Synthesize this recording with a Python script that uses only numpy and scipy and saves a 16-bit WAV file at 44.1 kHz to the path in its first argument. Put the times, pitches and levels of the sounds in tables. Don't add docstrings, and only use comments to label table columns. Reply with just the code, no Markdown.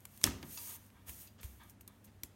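import sys
import numpy as np
from scipy import signal
from scipy.fft import rfft, irfft, next_fast_len
from scipy.io import wavfile

SR = 44100
rng = np.random.default_rng(int(sys.argv[2]) if len(sys.argv) > 2 else 0)


def store_wav(level_fs):
    pcm = np.round(np.clip(np.atleast_2d(level_fs), -1, 1) * 32767)
    wavfile.write(sys.argv[1], SR, pcm.T.astype(np.int16))


N = 103635

# frequency in Hz, relative level in dB.
RUB_SPECTRUM = [(1200, -32.5), (3000, -13.5), (5000, -13), (6700, -3.5), (7400, -10), (8500, -3),
                (9700, -2), (10300, -10), (11400, -0.5), (12200, -2.5), (12750, 2), (13600, -2),
                (15500, -4)]
PAPER_SPECTRUM = [(250, -1), (600, 3), (1000, -2.5), (1900, 1), (3300, -0.5), (4800, -6.5), (8000, -9),
                  (15000, -48.5)]
CLICK_SPECTRUM = [(1000, -28.5), (3000, -11.5), (5000, -12), (7500, -4.5), (10200, -5), (11300, -1),
                  (12700, -1.5), (14000, -7), (16000, -8)]
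CLATTER_SPECTRUM = [(500, -8.5), (1700, -4.5), (4300, -2.5), (5800, 2.5), (12000, -4.5), (15500, -14)]

LAND_S, SNAP_S = 0.2401, 2.2342
LAND_RISE_S, CLICK_RISE_S = 0.00049, 0.00044


def amp(db):
    return 10 ** (np.asarray(db) / 20)


def unit(x):
    return x / np.sqrt(np.mean(x ** 2) + 1e-20)


def along(points, hz):
    point_hz, values = np.transpose(points)
    return np.interp(np.log(hz + 1), np.log(point_hz + 1), values)


def clock():
    return np.arange(N) / SR


def noise():
    return rng.standard_normal(N)


def colour(x, spectrum):
    size = 2 * next_fast_len(N)
    gain = unit(amp(along(spectrum, np.fft.rfftfreq(size, 1 / SR))))
    cepstrum = irfft(np.log(gain + 1e-6))
    cepstrum[1:size // 2] *= 2
    cepstrum[size // 2 + 1:] = 0
    return irfft(rfft(x, size) * np.exp(rfft(cepstrum)))[:N]


def resonate(x, modes):
    size = 2 * next_fast_len(N)
    f = np.fft.rfftfreq(size, 1 / SR)
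    body = sum((-1) ** k * amp(db) * 1j * f * width_hz / (hz * hz - f * f + 1j * f * width_hz)
               for k, (hz, width_hz, db) in enumerate(modes))
    return irfft(rfft(x, size) * body / np.sqrt(np.mean(np.abs(body) ** 2)), size)[:N]


def fade(t, t60_s):
    return np.exp(-np.log(1000) * np.maximum(t, 0) / t60_s)


def strike(start_s, rise_s, t60_s):
    t = np.maximum(clock() - start_s, 0)
    return (1 - np.exp(-t / rise_s)) * fade(t, t60_s)


def swell(peak_s, rise_s, t60_s):
    t = clock() - peak_s
    return np.exp(-0.5 * (np.minimum(t, 0) / rise_s) ** 2) * fade(t, t60_s)


def swells(rows):
    power = sum((amp(db) * swell(peak_s, rise_s, t60_s)) ** 2 for peak_s, db, rise_s, t60_s in rows)
    return np.sqrt(power)


def contacts(per_s, spread_db):
    chance = np.clip(per_s / SR, 1e-4, 1)
    hits = (rng.random(N) < chance) * np.sign(noise())
    sizes = amp(spread_db * np.clip(noise(), -2, 2))
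    return unit(hits * sizes / np.sqrt(chance))


def ringing(start_s, rise_s, modes):
    t = clock() - start_s
    return sum(amp(db) * strike(start_s, rise_s, t60_s) * np.sin(2 * np.pi * (hz * t + rng.random()))
               for hz, db, t60_s in modes)


def background():
    # frequency in Hz, level in dB (relative for the air, rms for the hum).
    air_spectrum = [(25, -23), (70, -1), (110, -1.5), (150, -9), (220, -3.5), (420, -17), (800, -20),
                    (1700, -25), (4500, -35.5), (10000, -36.5), (15500, -45)]
    hum_lines = [(99, -67.5), (200, -75.5)]
    hum = sum(amp(db) * np.sqrt(2) * np.sin(2 * np.pi * (hz * clock() + rng.random()))
              for hz, db in hum_lines)
    return amp(-63.5) * unit(colour(noise(), air_spectrum)) + hum


def sliding():
    # time in seconds, sliding level in dB.
    motion = [(0, -73), (.09, -70.5), (.17, -62), (0.199, -65.5), (.26, -47), (.31, -63), (.40, -72),
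              (.45, -62.5), (0.525, -50.5), (.696, -47.5), (0.761, -52), (.784, -66.5), (.872, -67.5),
              (.9, -76.5), (1.055, -78.5), (1.072, -57.5), (1.096, -48), (1.115, -55), (1.176, -57),
              (1.218, -53.5), (1.27, -62.5), (1.295, -72), (1.4, -85), (1.44, -53), (1.47, -62),
              (1.6, -71.5), (1.71, -70.5), (1.76, -89.5), (1.95, -77.5), (2.001, -81), (2.35, -81.5)]
    full_slide_db, smooth_share = -44.5, 0.95
    slide_db = np.interp(clock(), *np.transpose(motion))
    effort_db = slide_db - full_slide_db
    grains = contacts(per_s=9600 * amp(1.96 * effort_db), spread_db=9)
    rub = np.sqrt(1 - smooth_share) * grains + np.sqrt(smooth_share) * noise()
    rings = colour(rub * amp(slide_db + 2), RUB_SPECTRUM)
    paper = colour(noise() * amp(-61 + 0.6 * effort_db), PAPER_SPECTRUM)
    return rings + paper


def clicks():
    # start in seconds, bright level in dB, dull level in dB.
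    events = [(0.053, -37.5, -42.5), (.175, -46, -56), (0.214, -44, -47), (0.2349, -29.5, -46),
              (0.24, -20, -28.5), (0.2529, -35, -45), (0.265, -27.5, -42), (0.4278, -46.5, -38.5),
              (.902, -65.5, -57), (1.084, -49, -56), (1.0938, -38.5, -44), (1.4312, -45, -43.5),
              (1.697, -47.5, -76.5), (1.8092, -52, -58), (1.877, -43.5, -51.5), (2.2342, -43.5, -40.5)]
    # frequency in Hz, relative level in dB.
    tap_spectrum = [(100, -15.5), (250, 12), (600, -8.5), (950, 4.5), (1700, 1), (2300, 5), (4200, -1.5),
                    (7000, -8), (15000, -42.5)]
    bright, dull = np.zeros(N), np.zeros(N)
    for start_s, bright_db, dull_db in events:
        rattle = amp(-17.5) * strike(start_s, CLICK_RISE_S, t60_s=0.031)
        envelope = strike(start_s, CLICK_RISE_S, t60_s=0.012) + rattle
        bright += amp(bright_db) * envelope
        dull += amp(dull_db) * envelope
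    ticks = colour(bright * np.sign(noise()), CLICK_SPECTRUM)
    return ticks + colour(dull * np.sign(noise()), tap_spectrum)


def counter():
    # start in seconds, level in dB, share of the free decay time.
    knocks = [(0.24, -32.5, 1), (0.273, -49.5, 0.85), (0.43, -46, 0.85), (2.2344, -50.5, .45)]
    # frequency in Hz, relative level in dB, free t60 in seconds.
    stone_modes = [(90.7, -5, 0.33), (163.2, -14, 0.53), (205.6, -10.5, 0.56), (238.8, -7.5, .35),
                   (266.5, -2, 0.31), (303.4, -5.5, .15), (574, -11.5, 0.11)]
    # frequency in Hz, relative level in dB.
    thud_spectrum = [(30, -35), (80, 3), (260, -2), (370, -1.5), (460, -13.5), (700, -16), (1500, -20.5),
                     (6000, -81)]
    ring, thud = np.zeros(N), np.zeros(N)
    for start_s, db, share in knocks:
        damped = [(hz, mode_db, t60_s * share) for hz, mode_db, t60_s in stone_modes]
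        ring += amp(db) * ringing(start_s, rise_s=0.00021, modes=damped)
        thud += amp(db - 7.5) * strike(start_s, rise_s=0.00081, t60_s=0.49 * share)
    return ring + colour(thud * noise(), thud_spectrum)


def clack():
    envelope = strike(LAND_S, LAND_RISE_S, t60_s=0.0075)
    return amp(-15) * colour(np.sign(noise()) * envelope, CLATTER_SPECTRUM)


def steel():
    # frequency in Hz, relative level in dB, t60 in seconds.
    landing_modes = [(1680, -18.5, 0.014), (2220, -10, 0.006), (3375, -7.5, 0.009), (5155, -1.5, .007),
                     (5420, 2, 0.0091), (6180, -10, 0.012), (6500, -8.5, 0.0092), (8250, -3.5, 0.0082),
                     (9000, 2, 0.0059), (11160, -8.5, .007), (11400, -6, 0.0075)]
    taut_modes = [(2356, -8.5, 0.01), (4110, -7, 0.0072), (5680, -1, 0.0077), (7820, -0.5, 0.0078),
                  (12500, 3.5, 0.0096)]
    landing = amp(-9.5) * ringing(LAND_S, LAND_RISE_S, landing_modes)
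    return landing + amp(-30) * ringing(SNAP_S, CLICK_RISE_S, taut_modes)


def settle():
    rattle = strike(LAND_S, rise_s=0.002, t60_s=0.3) * contacts(per_s=5000, spread_db=5.5)
    return amp(-42.5) * colour(rattle, CLATTER_SPECTRUM)


def scuffs():
    # peak time in seconds, level in dB, rise in seconds, t60 in seconds.
    events = [(.247, -42, 0.0031, 0.35), (1.09, -60, 0.014, 0.11), (1.4, -62.5, 0.012, 0.33),
              (1.438, -56.5, 0.005, 0.075), (2.08, -69, 0.01, .2)]
    return colour(swells(events) * contacts(per_s=4100, spread_db=4.5), PAPER_SPECTRUM)


def clunks_and_scrapes():
    # peak time in seconds, level in dB, rise in seconds, t60 in seconds.
    events = [(.273, -38, 0.00056, 0.018), (.299, -61, 0.0015, .06), (.43, -48, .0007, 0.054),
              (.575, -57, 0.0031, 0.25), (.70, -60, 0.02, 0.35), (.97, -68.5, 0.016, 0.56),
              (1.615, -59, 0.011, 0.26), (1.885, -67.5, 0.0065, 0.34)]
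    # frequency in Hz, width in Hz, relative level in dB.
    hollow_modes = [(934, 68, 2), (1240, 77, 1.5), (1600, 63, -1.5), (1830, 210, -5), (2290, 100, -4.5),
                    (3430, 460, -9)]
    return resonate(swells(events) * contacts(per_s=3700, spread_db=3.5), hollow_modes)


def pushes():
    # peak time in seconds, level in dB, pitch in Hz, rise in seconds.
    events = [(0.291, -39, 69.6, 0.01), (1.105, -48.5, 83.7, 0.012), (1.454, -40.5, 72, 0.0079),
              (2.255, -56, 85, 0.0074)]
    boom_hz = 65.3
    out = np.zeros(N)
    for peak_s, db, hz, rise_s in events:
        rad_per_hz = 2 * np.pi * (clock() - peak_s)
        bump = swell(peak_s, rise_s, t60_s=0.052) * np.cos(hz * rad_per_hz)
        boom = swell(peak_s, rise_s, t60_s=0.74) * np.cos(boom_hz * rad_per_hz)
        out += amp(db) * (bump + amp(-9.5) * boom)
    return out


def clinks():
    # start in seconds, level in dB.
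    events = [(.573, -50.5), (1.272, -65)]
    # frequency in Hz, relative level in dB, t60 in seconds.
    free_modes = [(2640, 0.5, 0.088), (3370, -5, 0.14), (4780, 0, 0.13), (6780, 6, 0.045)]
    # frequency in Hz, width in Hz, relative level in dB.
    chatter_modes = [(2806, 520, -3), (4260, 1300, 1), (6530, 590, -2.5)]
    tone = sum(amp(db) * ringing(start_s, rise_s=0.00084, modes=free_modes) for start_s, db in events)
    touch = sum(amp(db + 1.5) * strike(start_s, rise_s=0.00066, t60_s=0.084) for start_s, db in events)
    return tone + resonate(touch * contacts(per_s=3000, spread_db=2.5), chatter_modes)


def slips():
    # peak time in seconds, level in dB, rise in seconds, t60 in seconds.
    events = [(1.416, -55, .005, 0.021), (1.636, -60, .003, 0.045), (1.705, -59.5, .007, .06),
              (1.811, -56, .002, 0.056), (1.878, -51, .0012, 0.036), (2.047, -56.5, .003, 0.094)]
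    return colour(swells(events) * contacts(per_s=14000, spread_db=4), RUB_SPECTRUM)


def snap():
    tick = strike(SNAP_S, CLICK_RISE_S, t60_s=0.0079)
    stir = amp(-22.5) * strike(SNAP_S, CLICK_RISE_S, t60_s=0.14)
    return amp(-30) * colour(np.sign(noise()) * (tick + stir), CLICK_SPECTRUM)


def room(x):
    # frequency in Hz, t60 in seconds.
    decay_times = [(100, 0.6), (1000, 0.65), (5500, 0.51), (12000, 0.14)]
    hz, t, bins = signal.stft(rng.standard_normal(SR // 2), SR, nperseg=256)
    tail = signal.istft(bins * fade(t, along(decay_times, hz)[:, None]), SR)[1]
    return signal.fftconvolve(x, tail / np.linalg.norm(tail))[:N]


def scene():
    near = sliding() + slips() + scuffs() + clunks_and_scrapes() + clicks() + clinks()
    near += clack() + settle() + snap() + counter()
    return (near + amp(-15.5) * room(near) + steel() + pushes() + background())[None]


def record(dry):
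    cutoff_hz = 16000
    size = next_fast_len(N + SR // 2)
    passband = np.fft.rfftfreq(size, 1 / SR) < cutoff_hz
    return irfft(rfft(dry, size) * passband, size)[..., :N]


dry = scene()
out = record(dry)
store_wav(out)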